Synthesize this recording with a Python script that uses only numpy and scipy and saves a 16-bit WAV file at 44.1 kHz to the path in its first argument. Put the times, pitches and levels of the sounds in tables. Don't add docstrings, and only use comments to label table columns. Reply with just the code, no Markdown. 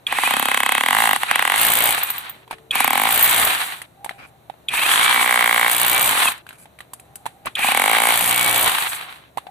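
import sys
import numpy as np
from scipy import signal
from scipy.fft import rfft, irfft
from scipy.io import wavfile
from scipy.ndimage import uniform_filter1d

SR = 44100
rng = np.random.default_rng(int(sys.argv[2]) if len(sys.argv) > 2 else 0)


def transcribe(u):
    v = np.clip(np.atleast_2d(u).T, -1, 1)
    q = np.round(v * 32767).astype(np.int16)
    wavfile.write(sys.argv[1], SR, q)


N = 418950
HZ = np.maximum(np.arange(N // 2 + 1) * SR / N, 1)

# t/s, speed/blows per s
CRANK_SPEED = [
    [(0.068, 0.0), (0.085, 13), (0.19, 18), (0.27, 26.5), (0.335, 34.08), (0.79, 33.96), (0.86, 40.03),
     (0.95, 53.1), (1.04, 58.34), (1.11, 52.81), (1.15, 31.81), (1.2, 9.08), (1.28, 11.77), (1.34, 23.37),
     (1.41, 32.24), (1.5, 46.24), (1.6, 56.71), (1.91, 59.25), (1.96, 31.41), (2.02, 14.39), (2.1, 14.42),
     (2.2, 10.32), (2.45, 0.0)],
    [(2.71, 0.0), (2.72, 13.59), (2.83, 25.57), (2.95, 43.9), (3.04, 55.25), (3.25, 60.22), (3.44, 55.53),
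     (3.5, 26.8), (3.6, 12.31), (3.9, 0.0)],
    [(4.685, 0.0), (4.7, 11.38), (4.81, 24.17), (4.9, 39.55), (4.97, 52.95), (5.03, 59.84), (5.1, 62.56),
     (5.18, 60.02), (5.27, 62.01), (5.45, 58.83), (5.65, 58.87), (5.9, 61.0), (6.06, 62.35), (6.18, 38.67),
     (6.23, 38.04), (6.29, 33.15), (6.4, 0.0)],
    [(7.553, 0.0), (7.58, 14.32), (7.68, 26.26), (7.8, 44.69), (7.9, 56.47), (8.05, 57.88), (8.55, 60.54),
     (8.68, 59.25), (8.73, 31.35), (8.8, 25.87), (8.92, 14.5), (9.3, 0.0)],
]
# f/Hz, relative level/dB, t60/s
CHISEL_MODES = [(10520, -14, .011), (13300, -10, .008), (13620, -4, .012), (13760, -3, .014),
                (13980, -2, .01), (14220, -4, .008)]
# f/Hz, relative level/dB
GRIND_COLOUR = [(35, -39), (60, -33.5), (113, -27), (150, -17), (295, -12.5), (382, -13.5), (617, -10),
                (738, 3), (1700, 4.5), (2250, 3), (3930, 0.5), (5190, -18), (7000, -24.5), (9100, -68),
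                (15400, -120)]
# f/Hz, relative level/dB
HISS_COLOUR = [(2650, -54.5), (4500, 0.5), (5530, -8), (8160, 10), (11100, 9), (12200, 3.5), (13200, 3.5),
               (14300, -10), (14700, -37.5), (15100, -71.5), (15500, -84)]
# f/Hz, width/Hz, level/dB
CASING_PEAKS = [(2480, 400, 3), (3250, 650, -10), (1500, 800, -9)]


def amp(db):
    return 10 ** (np.asarray(db) / 20)


def rms_one(x):
    return x / np.sqrt(np.mean(x ** 2) + 1e-20)


def at_hz(points):
    hz, value = np.transpose(points)
    return np.interp(np.log(HZ), np.log(np.maximum(hz, 1)), value)


def in_time(tables, outside):
    out = np.full((len(tables[0][0]) - 1, N), float(outside))
    for rows in tables:
        s, *columns = np.transpose(rows)
        at = np.arange(int(s[0] * SR), min(int(s[-1] * SR), N))
        out[:, at] = [np.interp(at / SR, s, c) for c in columns]
    return out


def drift(rate_hz):
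    low_pass = (HZ > 1) / (1 + (HZ / rate_hz) ** 2)
    return rms_one(irfft(rfft(rng.standard_normal(N)) * low_pass, N))


def band(x, low_hz, high_hz):
    return signal.sosfilt(signal.butter(2, [low_hz, high_hz], "band", fs=SR, output="sos"), x)


def ring(clicks, hz, t60):
    r, w = amp(-60 / (t60 * SR)), 2 * np.pi * hz / SR
    return signal.lfilter([0, np.sin(w)], [1, -2 * r * np.cos(w), r * r], clicks + 1e-18)


def swell(clicks, hz, t60):
    return ring(ring(clicks, hz, t60), hz, t60) * 2 * np.e * np.log(1000) / (t60 * SR)


def strike(at, gains, modes, spread_db, late_s=0., sound=ring):
    out, luck = np.zeros(N), rng.standard_normal((len(at), 2 * len(modes)))
    for k, (hz, level_db, t60) in enumerate(modes):
        late = (np.abs(luck[:, -k - 1]) * late_s * SR).astype(int)
        clicks = np.zeros(N)
        clicks[at + late] = gains * amp(level_db + spread_db * luck[:, k])
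        out += sound(clicks, hz, t60) * (-1) ** k
    return out


def puffs(at, gains, decay_s, rise_s=0.00075):
    clicks, r = np.zeros(N), np.exp(-1 / (rise_s * SR))
    clicks[at] = gains
    poles = np.convolve([1, -r], [1, -np.exp(-1 / (decay_s * SR))])
    return signal.lfilter([1 - r], poles, clicks + 1e-18)


def ports(x):
    # f/Hz, level/dB
    port_db = [(60, 1.5), (110, 5.5), (200, 0.5), (380, 5.5), (700, -1), (1290, -4.5), (2380, 0.5),
               (4400, -1.5), (8120, -3.5), (15000, 12.5)]
    # f/Hz, phase/rad
    port_lead = [(0, -3.5), (430, 1.04), (1120, 0.5), (1720, -5.5), (2410, -6), (4740, -5), (5600, 0.5),
                 (7750, -2.5), (8440, 5), (9470, 5), (12300, -16), (13100, -15), (14600, -23), (15200, -27)]
    half = amp(at_hz(port_db) / 2) * np.exp(.5j * at_hz(port_lead))
    return irfft(rfft(x) * np.array([half, 1 / half]), N)


def wide_noise(spectrum):
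    # f/Hz, share/0-1
    likeness = [(60, 1), (300, 0.82), (1000, 0.21), (3000, 0.027), (8000, 0.85), (14000, 0.16)]
    alike, colour = np.clip(at_hz(likeness), 0, 1), amp(at_hz(spectrum))
    shared = rfft(ports(rng.standard_normal(N)))
    own = rfft(rng.standard_normal((2, N)))
    return rms_one(irfft(colour * (np.sqrt(alike) * shared + np.sqrt(1 - alike) * own), N))


def garden():
    # f/Hz, relative level/dB
    floor_colour = [(12, -47), (20, -35.5), (98, -10.5), (140, -5.5), (202, -11.5), (534, -13), (614, -8),
                    (985, -16), (3350, -28), (3960, -23.5), (4550, -34.5), (4950, -39.5), (6720, -34),
                    (14300, -29), (15500, -64)]
    # t/s, level/dB
    buzz_level = [
        [(3.9, -81), (4.026, -47), (4.162, -49), (4.356, -61.5), (4.488, -73), (4.62, -68.5)],
        [(6.85, -86.5), (7.0, -58), (7.144, -57.5), (7.5, -53)],
        [(9.3, -90.5), (9.5, -39.5)],
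    ]
    # start t/s, end t/s, f/Hz, level/dB
    far_tones = [(0, 9.5, 70, -64), (0, 9.5, 118, -62), (2.33, 2.75, 380, -58), (2.45, 2.78, 445, -53),
                 (2.5, 2.75, 320, -65)]
    floor_db, buzz_hz, buzz_width_hz = -53, 780, 70
    t = np.arange(N) / SR
    buzz = band(rng.standard_normal(N), buzz_hz - buzz_width_hz / 2, buzz_hz + buzz_width_hz / 2)
    far = amp(in_time(buzz_level, -120)[0]) * rms_one(buzz)
    for start, end, hz, db in far_tones:
        fade = np.clip(np.minimum(t - start, end - t) / 0.055, 0, 1)
        tone = np.sin(2 * np.pi * hz * t + .6 * drift(4))
        far += fade * amp(db + 2.0 * drift(5)) * tone
    return amp(floor_db + 0.48 * drift(4)) * wide_noise(floor_colour) + ports(far)


def trigger():
    # t/s, level/dB
    pulls = [(0.066, -19), (2.708, -16.5), (4.684, -16.5), (7.552, -17.5)]
    # f/Hz, relative level/dB, t60/s
    switch_modes = [(2480, 0.5, 0.018), (3170, 3, 0.0054), (3350, 8, 0.0095), (3680, 1, 0.006)]
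    take_up_db, take_up_s, take_up_t60_s = -10, 0.19, 0.0087
    s, db = np.transpose(pulls)
    snaps = [(-.0012, -24.5), (.0012, -4.5), (.0038, -11.5), (.0068, -11)]      # delay/s, level/dB
    hits = [(((s + delay) * SR).astype(int), amp(db + gain_db)) for delay, gain_db in snaps]
    rings = sum(strike(at, gains, switch_modes, 2.0, .0003, swell) for at, gains in hits)
    slack = rms_one(ring(rng.standard_normal(N), CASING_PEAKS[0][0], take_up_t60_s))
    rings += slack * puffs(hits[-1][0], amp(db + take_up_db), decay_s=take_up_s, rise_s=0.016)
    hissing = sum(puffs(at, gains * amp(-3.0), decay_s=0.0023) for at, gains in hits)
    return ports(rings) + hissing * wide_noise(HISS_COLOUR)


def crank():
    crank_start = [.315, .4, .331, .63]
    speed = in_time(CRANK_SPEED, 0)[0]
    turns = np.cumsum(speed) / SR
    for rows, done in zip(CRANK_SPEED, crank_start):
        first = int(rows[0][0] * SR)
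        turns[first:] += done - turns[first]
    return speed, turns, np.flatnonzero(np.diff(np.floor(turns)) > 0)


def bites():
    # nine slab modes/dB, chisel crack/dB, damped ring/dB
    bite_rows = [(0.109, 0.3, 1, -48, -36, -25, -21, -26.5, -22.5, -38, -50.5, -27, -35, -45),
                 (0.296, 0.494, 2.5, -37, -34, -25, -23, -21, -27, -34, -38, -20.5, -28, -31.5),
                 (0.494, 0.913, 1.5, -41, -33, -26.5, -22, -18, -19.5, -22.5, -28.5, -18.5, -28, -36.5),
                 (0.907, 1.163, 0, -40, -39.5, -20.5, -18.5, -14.5, -17.5, -29, -22.5, -23.5, -27.5, -31.5),
                 (1.236, 1.564, 0, -47, -36, -25, -22, -16.5, -19.5, -25.5, -23, -22.5, -29, -37),
                 (2.757, 3.101, -0.5, -36.5, -35.5, -20, -19.5, -21.5, -25, -21.5, -31.5, -23.5, -27.5, -29),
                 (4.714, 4.748, 4.5, -59.5, -43.5, -36.5, -25, -28.5, -33, -36.5, -29.5, -30.5, -46, -50),
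                 (4.88, 5.147, 2.5, -55.5, -37, -46, -23, -14.5, -29, -26.5, -41.5, -14.5, -29, -56),
                 (5.133, 5.26, 1.5, -40, -33, -28, -18, -20, -19, -23, -34.5, -29, -47, -33),
                 (5.268, 5.694, 0.5, -42.5, -30, -24, -21, -13.5, -17, -17.5, -38, -20.5, -29.5, -32),
                 (6.115, 6.22, 1, -48, -33.5, -31, -27, -29, -40, -39, -40, -29.5, -41, -48.5),
                 (6.235, 6.283, 1, -41.5, -41.5, -26, -19, -21, -38.5, -36, -30.5, -38, -31.5, -47),
                 (7.6, 7.715, -0.5, -40, -40, -23, -24.5, -37.5, -48, -32.5, -29.5, -31, -33, -36),
                 (7.732, 8.126, 0.5, -38.5, -28, -19.5, -22, -18.5, -24, -16.5, -29, -23, -25.5, -32)]
    edge_s = 0.056
    rows, t = np.array(bite_rows), np.arange(N) / SR
    shapes = np.clip(np.minimum(t - rows[:, :1], rows[:, 1:2] - t) / edge_s + .5, 0, 1)
    share = shapes.sum(axis=0)
    early_s = rows[:, 2] @ shapes / (share + 1e-9) / 1000
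    return np.minimum(share, 1), early_s, amp(rows[:, 3:]).T @ shapes


def per_burst():
    # t/s, relative ring of the steel/dB, relative shaking of the body/dB
    ring_level = [
        [(.07, -27.5, 4), (1.0, -28, 8.5), (1.5, -26.5, -4), (1.65, -19, 0.5), (1.9, -23.5, -3),
         (2.45, -19, -3)],
        [(2.71, -24, 2), (3.2, -19, -8), (3.4, -27, -0.5), (3.9, -27, 1)],
        [(4.69, -28.5, -13.5), (5.3, -32, -2), (5.7, -19, -2), (6.0, -28, -4), (6.4, -23, 2.5)],
        [(7.56, -29, -3), (8.05, -28, -4.5), (8.2, -25, 4), (8.45, -30, 3.5), (8.6, -23, -0.5),
         (8.75, -26, -10), (9.3, -40, -3)],
    ]
    whine_lead = [62, 0, 43, 8]
    fades_s = .21
    leads = [[(rows[0][0], ms), (rows[0][0] + fades_s, 0)] for rows, ms in zip(CRANK_SPEED, whine_lead)]
    lead_ms, = in_time(leads, 0)
    ringing, shaking = amp(in_time(ring_level, -120))
    return ringing, shaking, lead_ms * SR / 1000


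def slab_blows(at, firm, rubble, apart):
    # f/Hz, t60/s
    slab_modes = [(250, 0.024), (530, 0.0091), (794.6, 0.013), (1048, 0.0077), (1535, 0.0054),
                  (1986, 0.0078), (2246, 0.0086), (2780, .007), (3300, 0.0032)]
    loose_db = [-54.5, -41.5, -30, -41, -46, -56, -40, -31, -19.5]
    levels = firm[:-2, at] + rubble[at] * amp(loose_db)[:, None]
    return sum((-1) ** k * strike(at, 1.8 * level * apart, [(hz, 0, t60)], 1.0, .00003, swell)
               for k, (level, (hz, t60)) in enumerate(zip(levels, slab_modes)))


def chisel_blows(at, steel, apart, free):
    damped = [(hz, db + 7.0, 0.5 * t60) for hz, db, t60 in CHISEL_MODES]
    brief = [(hz, db + 1, 0.6 * t60) for hz, db, t60 in CHISEL_MODES]
    struck = 2.8 * steel[at] * apart * amp(2.4 * rng.standard_normal(len(at)))
    loose, held = struck * free[at], struck * (1 - free[at])
    chisel = np.array([strike(at, loose, brief, 3.5, .0005, swell) + strike(at - 30, held, damped, 3.5, .0008)
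                       for port in range(2)])
    chisel += 0.24 * chisel[::-1]
    return chisel * amp([[1.5], [-1.5]])


def chisel_cracks(at, firm, unheld, force):
    loose_crack = unheld * amp(-20.5)
    on_firm = puffs(at - int(0.0022 * SR), 4.4 * firm[-2, at] * force, decay_s=0.0026, rise_s=0.0014)
    on_rubble = puffs(at - int(.0004 * SR), 4 * loose_crack[at] * force, decay_s=0.0026, rise_s=0.0003)
    return (on_firm + on_rubble) * wide_noise(HISS_COLOUR)


def gears(at, luck, turns, pace, free):
    stroke_db, slow_stroke_db, stroke_lead = 1.0, 4.5, 0.05
    slow_clatter = 1.3
    stroke = np.cos(2 * np.pi * (turns + stroke_lead))
    swing_db = (stroke_db + slow_stroke_db * free * (0.5 - pace)) * stroke
    rough = amp(1.3 * drift(140) + 1.6 * drift(17) + swing_db)
    loose = np.flatnonzero(rng.random(N - 1) < 120.0 / SR)
    clatter = puffs(loose, amp(5.0 * rng.standard_normal(len(loose))), decay_s=0.0015)
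    clatter += puffs(at - 20, 9 * luck, decay_s=0.001, rise_s=.0002)
    chuck = 0.14 * (1 + slow_clatter * (1 - pace)) * free * clatter
    return (rough * (1 - 0.23 * free) + chuck) * wide_noise(GRIND_COLOUR)


def rattles(pace):
    # f/Hz, relative level/dB, t60/s
    loose_parts = [(760, 0, .007), (1080, 0, .006), (1420, -2, .006), (1850, -1, .005), (2300, 1, .005),
                   (2850, -1, .0045), (3450, -3, .004)]
    contacts_per_s, level_db, shift_db = 2500, -5, 3.0
    touch = rng.random(N) < contacts_per_s / SR
    heights = amp(2.5 * np.minimum(rng.exponential(1, N), 3))
    sizes = touch * heights * rng.choice([-1, 1], N)
    dealt = rng.integers(0, len(loose_parts), N)
    parts = sum(amp(db + shift_db * drift(5)) * swell(sizes * (dealt == k), hz, t60)
                for k, (hz, db, t60) in enumerate(loose_parts))
    return pace * amp(level_db) * rms_one(parts)


def fan(grind_db, free):
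    hiss_db, follows = -25.5, 1.43
    sing_hz, sing_t60_s, sing_db = 13850, .0018, -8
    hiss = amp(hiss_db + follows * (grind_db + 20.5)) * amp(0.6 * drift(200) + 2.14 * drift(14.0))
    singing = rms_one(ring(rng.standard_normal((2, N)), sing_hz, sing_t60_s))
    return hiss * (wide_noise(HISS_COLOUR) + amp(sing_db) * (.4 + free) * singing)


def casing(hz, strain):
    strain_spread = 1.6
    main, *weak = [amp(db) / (1 + ((hz[::32] - peak_hz) / width_hz * 2) ** 2)
                   for peak_hz, width_hz, db in CASING_PEAKS]
    return np.repeat(main + sum(weak) * (1 + strain_spread * strain[::32]), 32)[:N]


def whine(speed, level):
    # multiple, relative level/dB
    motor_tones = [(2, 0), (3, -7), (4, -1), (5, 1), (6, -1), (7, -3), (8, -5), (9, -5), (10, -7)]
    gear_ratio = 18.85
    spin_up_per_s2 = 590
    hz = gear_ratio * speed
    gain = uniform_filter1d(np.gradient(speed) * SR, size=900)
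    phase = 2 * np.pi * np.cumsum(hz) / SR + .08 * drift(60)
    strain = np.maximum(gain, 0) / spin_up_per_s2
    drive = (1 + strain) / (1 + (np.minimum(gain, 0) / 100) ** 2)
    tones = sum(amp(db) * np.sin(k * phase) * casing(k * hz, strain) for k, db in motor_tones)
    return level * drive * amp(2.2 * drift(12) + 1.3 * drift(90)) * tones


def body_shake(speed, turns):
    # multiple, relative level/dB
    shake_tones = [(2, -26), (3, -28), (4, -32), (5, -25), (7, -31.5), (9, -29)]
    tones = sum(amp(1.5 * drift(3)) * amp(db) * np.sin(2 * np.pi * k * turns) for k, db in shake_tones)
    return tones * (speed / 60) ** 4


def hammer():
    # t/s, gear grind level/dB, whine re the grind/dB
    grind_level = [
        [(.07, -33, -14.5), (.14, -27, -7), (.25, -22, -7.5), (.53, -27, -4.5), (.83, -28.5, -3.5),
         (1.04, -19.5, -10.5), (1.17, -28.5, -10.5), (1.19, -29.5, -8), (1.31, -26.5, -0.5), (1.49, -26, -13.5),
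         (1.6, -19, -1.5), (1.91, -20.5, -12), (2.22, -32.5, -2), (2.45, -51, -1.5)],
        [(2.71, -42.5, -6), (2.76, -21.5, -4), (2.9, -26, -6.5), (3.0, -22, -20.5), (3.34, -18, -7.5),
         (3.49, -18.5, 4.5), (3.68, -27, -12.5), (3.8, -37, -11.5), (3.86, -51, -2)],
        [(4.69, -38, -22), (4.75, -23.5, -0.5), (4.86, -18.5, -3.5), (4.9, -18, -2.5), (4.96, -17.5, -11),
         (5.03, -18, -2), (5.17, -19, -4), (5.37, -23.5, -8.5), (5.7, -22, -8.5), (5.93, -19, -9.5),
         (6.16, -20.5, -10), (6.21, -17.5, -3), (6.28, -18, 2.5), (6.42, -52.5, -29)],
        [(7.56, -37.5, -11), (7.59, -25, -1), (7.72, -19, -8.5), (7.74, -26, -23.5), (7.9, -20, -11),
         (8.25, -20.5, -13), (8.4, -21.5, 0), (8.6, -20, -7), (8.69, -18.5, -1), (8.71, -20.5, -15.5),
         (8.82, -21, -17), (9.2, -43.5, 1), (9.3, -57, -11)],
    ]
    pace_reference_per_s = 71.5
    slab_power, steel_power = 2.5, 2
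    load_swing = 0.55
    speed, turns, at = crank()
    grind_db, whine_db = in_time(grind_level, -120)
    grind, pace = amp(grind_db), speed / pace_reference_per_s
    bitten, early_s, firm = bites()
    at -= (early_s[at] * SR).astype(int)
    ringing, shaking, lead = per_burst()
    rubble = (1 - bitten) * pace ** slab_power
    unheld = (1 - bitten) * pace ** steel_power
    apart = np.sqrt(60 / np.maximum(speed[at], 12))
    free = 1 / (1 + (1.5 * firm[4:7].sum(axis=0) / (grind + 1e-9)) ** 2)
    luck = amp(1.66 * rng.standard_normal(len(at)))
    motor = grind * amp(whine_db) * (1 - load_swing * np.sin(2 * np.pi * turns))
    led_speed = np.interp(np.arange(N) + lead, np.arange(N), speed)
    near = slab_blows(at, firm, rubble, apart) + whine(led_speed, motor)
    near += body_shake(speed, turns) * shaking * grind * (0.23 + free)
    near += grind * free * rattles(pace)
    steel = chisel_blows(at, firm[-1] + unheld * ringing, apart, free)
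    steel += chisel_cracks(at, firm, unheld, apart * luck)
    return ports(near) + steel + grind * gears(at, luck, turns, pace, free) + fan(grind_db, free)


def clangs():
    # t/s, level/dB
    strokes = [(2.0318, -10), (2.1011, -11), (2.1799, -19), (2.2952, -21), (3.142, -11), (3.224, -5),
               (3.231, -4), (3.239, -7), (3.2494, -7), (3.4471, -8), (3.6621, -30), (5.8626, -11),
               (6.0144, -11)]
    # f/Hz, relative level/dB, t60/s
    slow_modes = [(10500, -24, .05), (13640, -17, .07), (13770, -14, .11), (13880, -15, .12),
                  (14050, -17, .08)]
    s, db = np.transpose(strokes)
    at = (s * SR).astype(int)
    rings = np.array([strike(at, amp(db - 3.0), CHISEL_MODES, 3.0, .0015, swell)
                      + strike(at, amp(db + 1), slow_modes, 2.5, .002) for port in range(2)])
    return rings + puffs(at, amp(db - 17.0), decay_s=0.0061) * wide_noise(HISS_COLOUR)


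def knocks():
    # t/s, relative level/dB, f/Hz, relative steel tick level/dB, left above right/dB (pitched ring)
    knock_rows = [(2.477, -32, 985, -48.5, -0.5), (2.51, -14, 930, -27, -5), (2.528, -22.5, 756, -42, 7),
                  (2.583, -35, 1870, -54, 1), (3.817, -18, 1940, -25, -1), (4.045, -17.5, 860, -22, 3),
                  (4.061, -26.5, 870, -46, -32), (4.093, -15.5, 1980, -32, 20), (4.109, -25, 750, -60, 13),
                  (4.498, -24, 800, -45, -25.5), (4.539, -44, 810, -61.5, 29), (6.378, -35, 2900, -36, -3),
                  (6.466, -27.5, 1550, -42, 2), (6.49, -23.5, 2600, -33, 1), (6.507, -26.5, 1540, -52, -1),
                  (6.528, -33, 1460, -42.5, 1.5), (6.656, -32, 840, -47.5, 1), (6.788, -27.5, 2300, -39, 0),
                  (6.805, -20.5, 1900, -35, 0), (6.934, -25.5, 1030, -23, -1.5),
                  (6.997, -34, 2570, -36, -1), (7.156, -30, 2950, -24, -2), (7.256, -18.5, 850, -33.5, 4),
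                  (7.263, -15.5, 940, -25.5, -20), (7.457, -22, 640, -22.5, 5),
                  (7.469, -10.5, 1120, -35, 0), (9.373, -17, 825, -27, -24), (9.381, -21, 1030, -39, -30),
                  (9.468, -25.5, 774, -50, 14)]
    out = np.zeros((2, N))
    s, db, hz, tick_db, pan_db = np.transpose(knock_rows)
    at = (s * SR).astype(int)
    for i, level_db, pitch_hz, side_db in zip(at, db, hz, pan_db):
        click = np.zeros(2000)
        click[0] = amp(level_db - 6)
        panned = swell(click, pitch_hz, 9.0 / pitch_hz) * amp([[side_db / 2], [-side_db / 2]])
        out[:, i:i + 2000] += panned[:, :N - i]
    grit = puffs(at, amp(db - 11.0), decay_s=0.0036, rise_s=0.00021)
    grit += puffs(at, amp(db - 27.5), decay_s=0.025)
    tick = puffs(at, amp(tick_db - 4.0), decay_s=0.0052, rise_s=0.00064)
    tick += puffs(at, amp(tick_db - 29.5), decay_s=0.057)
    out += wide_noise(GRIND_COLOUR) * grit + wide_noise(HISS_COLOUR) * tick
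    return out + ports(strike(at, amp(tick_db - 12), CHISEL_MODES, 3.0, .002))


def scrapes():
    # start t/s, length/s, low level/dB, high level/dB
    drags = [(2.499, 0.054, -36, -51), (4.066, 0.14, -57, -68), (4.179, 0.091, -42, -64),
             (4.255, 0.051, -58, -58), (6.467, 0.108, -54, -58), (6.573, 0.082, -56, -48.5),
             (7.448, 0.045, -28, -73)]
    # f/Hz, relative level/dB, t60/s
    stone_modes = [(1570, 18, 0.0036), (2360, 15.5, 0.0081), (2880, -9, 0.0067), (3670, -24, .008),
                   (4600, -13, 0.019)]
    low, high, t = np.zeros(N), np.zeros(N), np.arange(N) / SR
    for s, length, low_db, high_db in drags:
        shape = np.clip(np.minimum(t - s, s + length - t) / 0.017, 0, 1)
        low += shape * amp(low_db)
        high += shape * amp(high_db)
    grit = rng.standard_normal((2, N))
    stone = sum(amp(db) * ring(grit, hz, t60) for hz, db, t60 in stone_modes)
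    return amp(1.5 * drift(250)) * (low * rms_one(stone) + high * wide_noise(HISS_COLOUR))


def scene():
    return garden() + trigger() + hammer() + clangs() + knocks() + scrapes()


def record(dry):
    top, cutoff_hz = .86, 15750
    steep = signal.cheby2(16, 90, cutoff_hz, fs=SR, output="sos")
    return signal.sosfilt(steep, top * np.tanh(dry / top))


dry = scene()
out = record(dry)
transcribe(out)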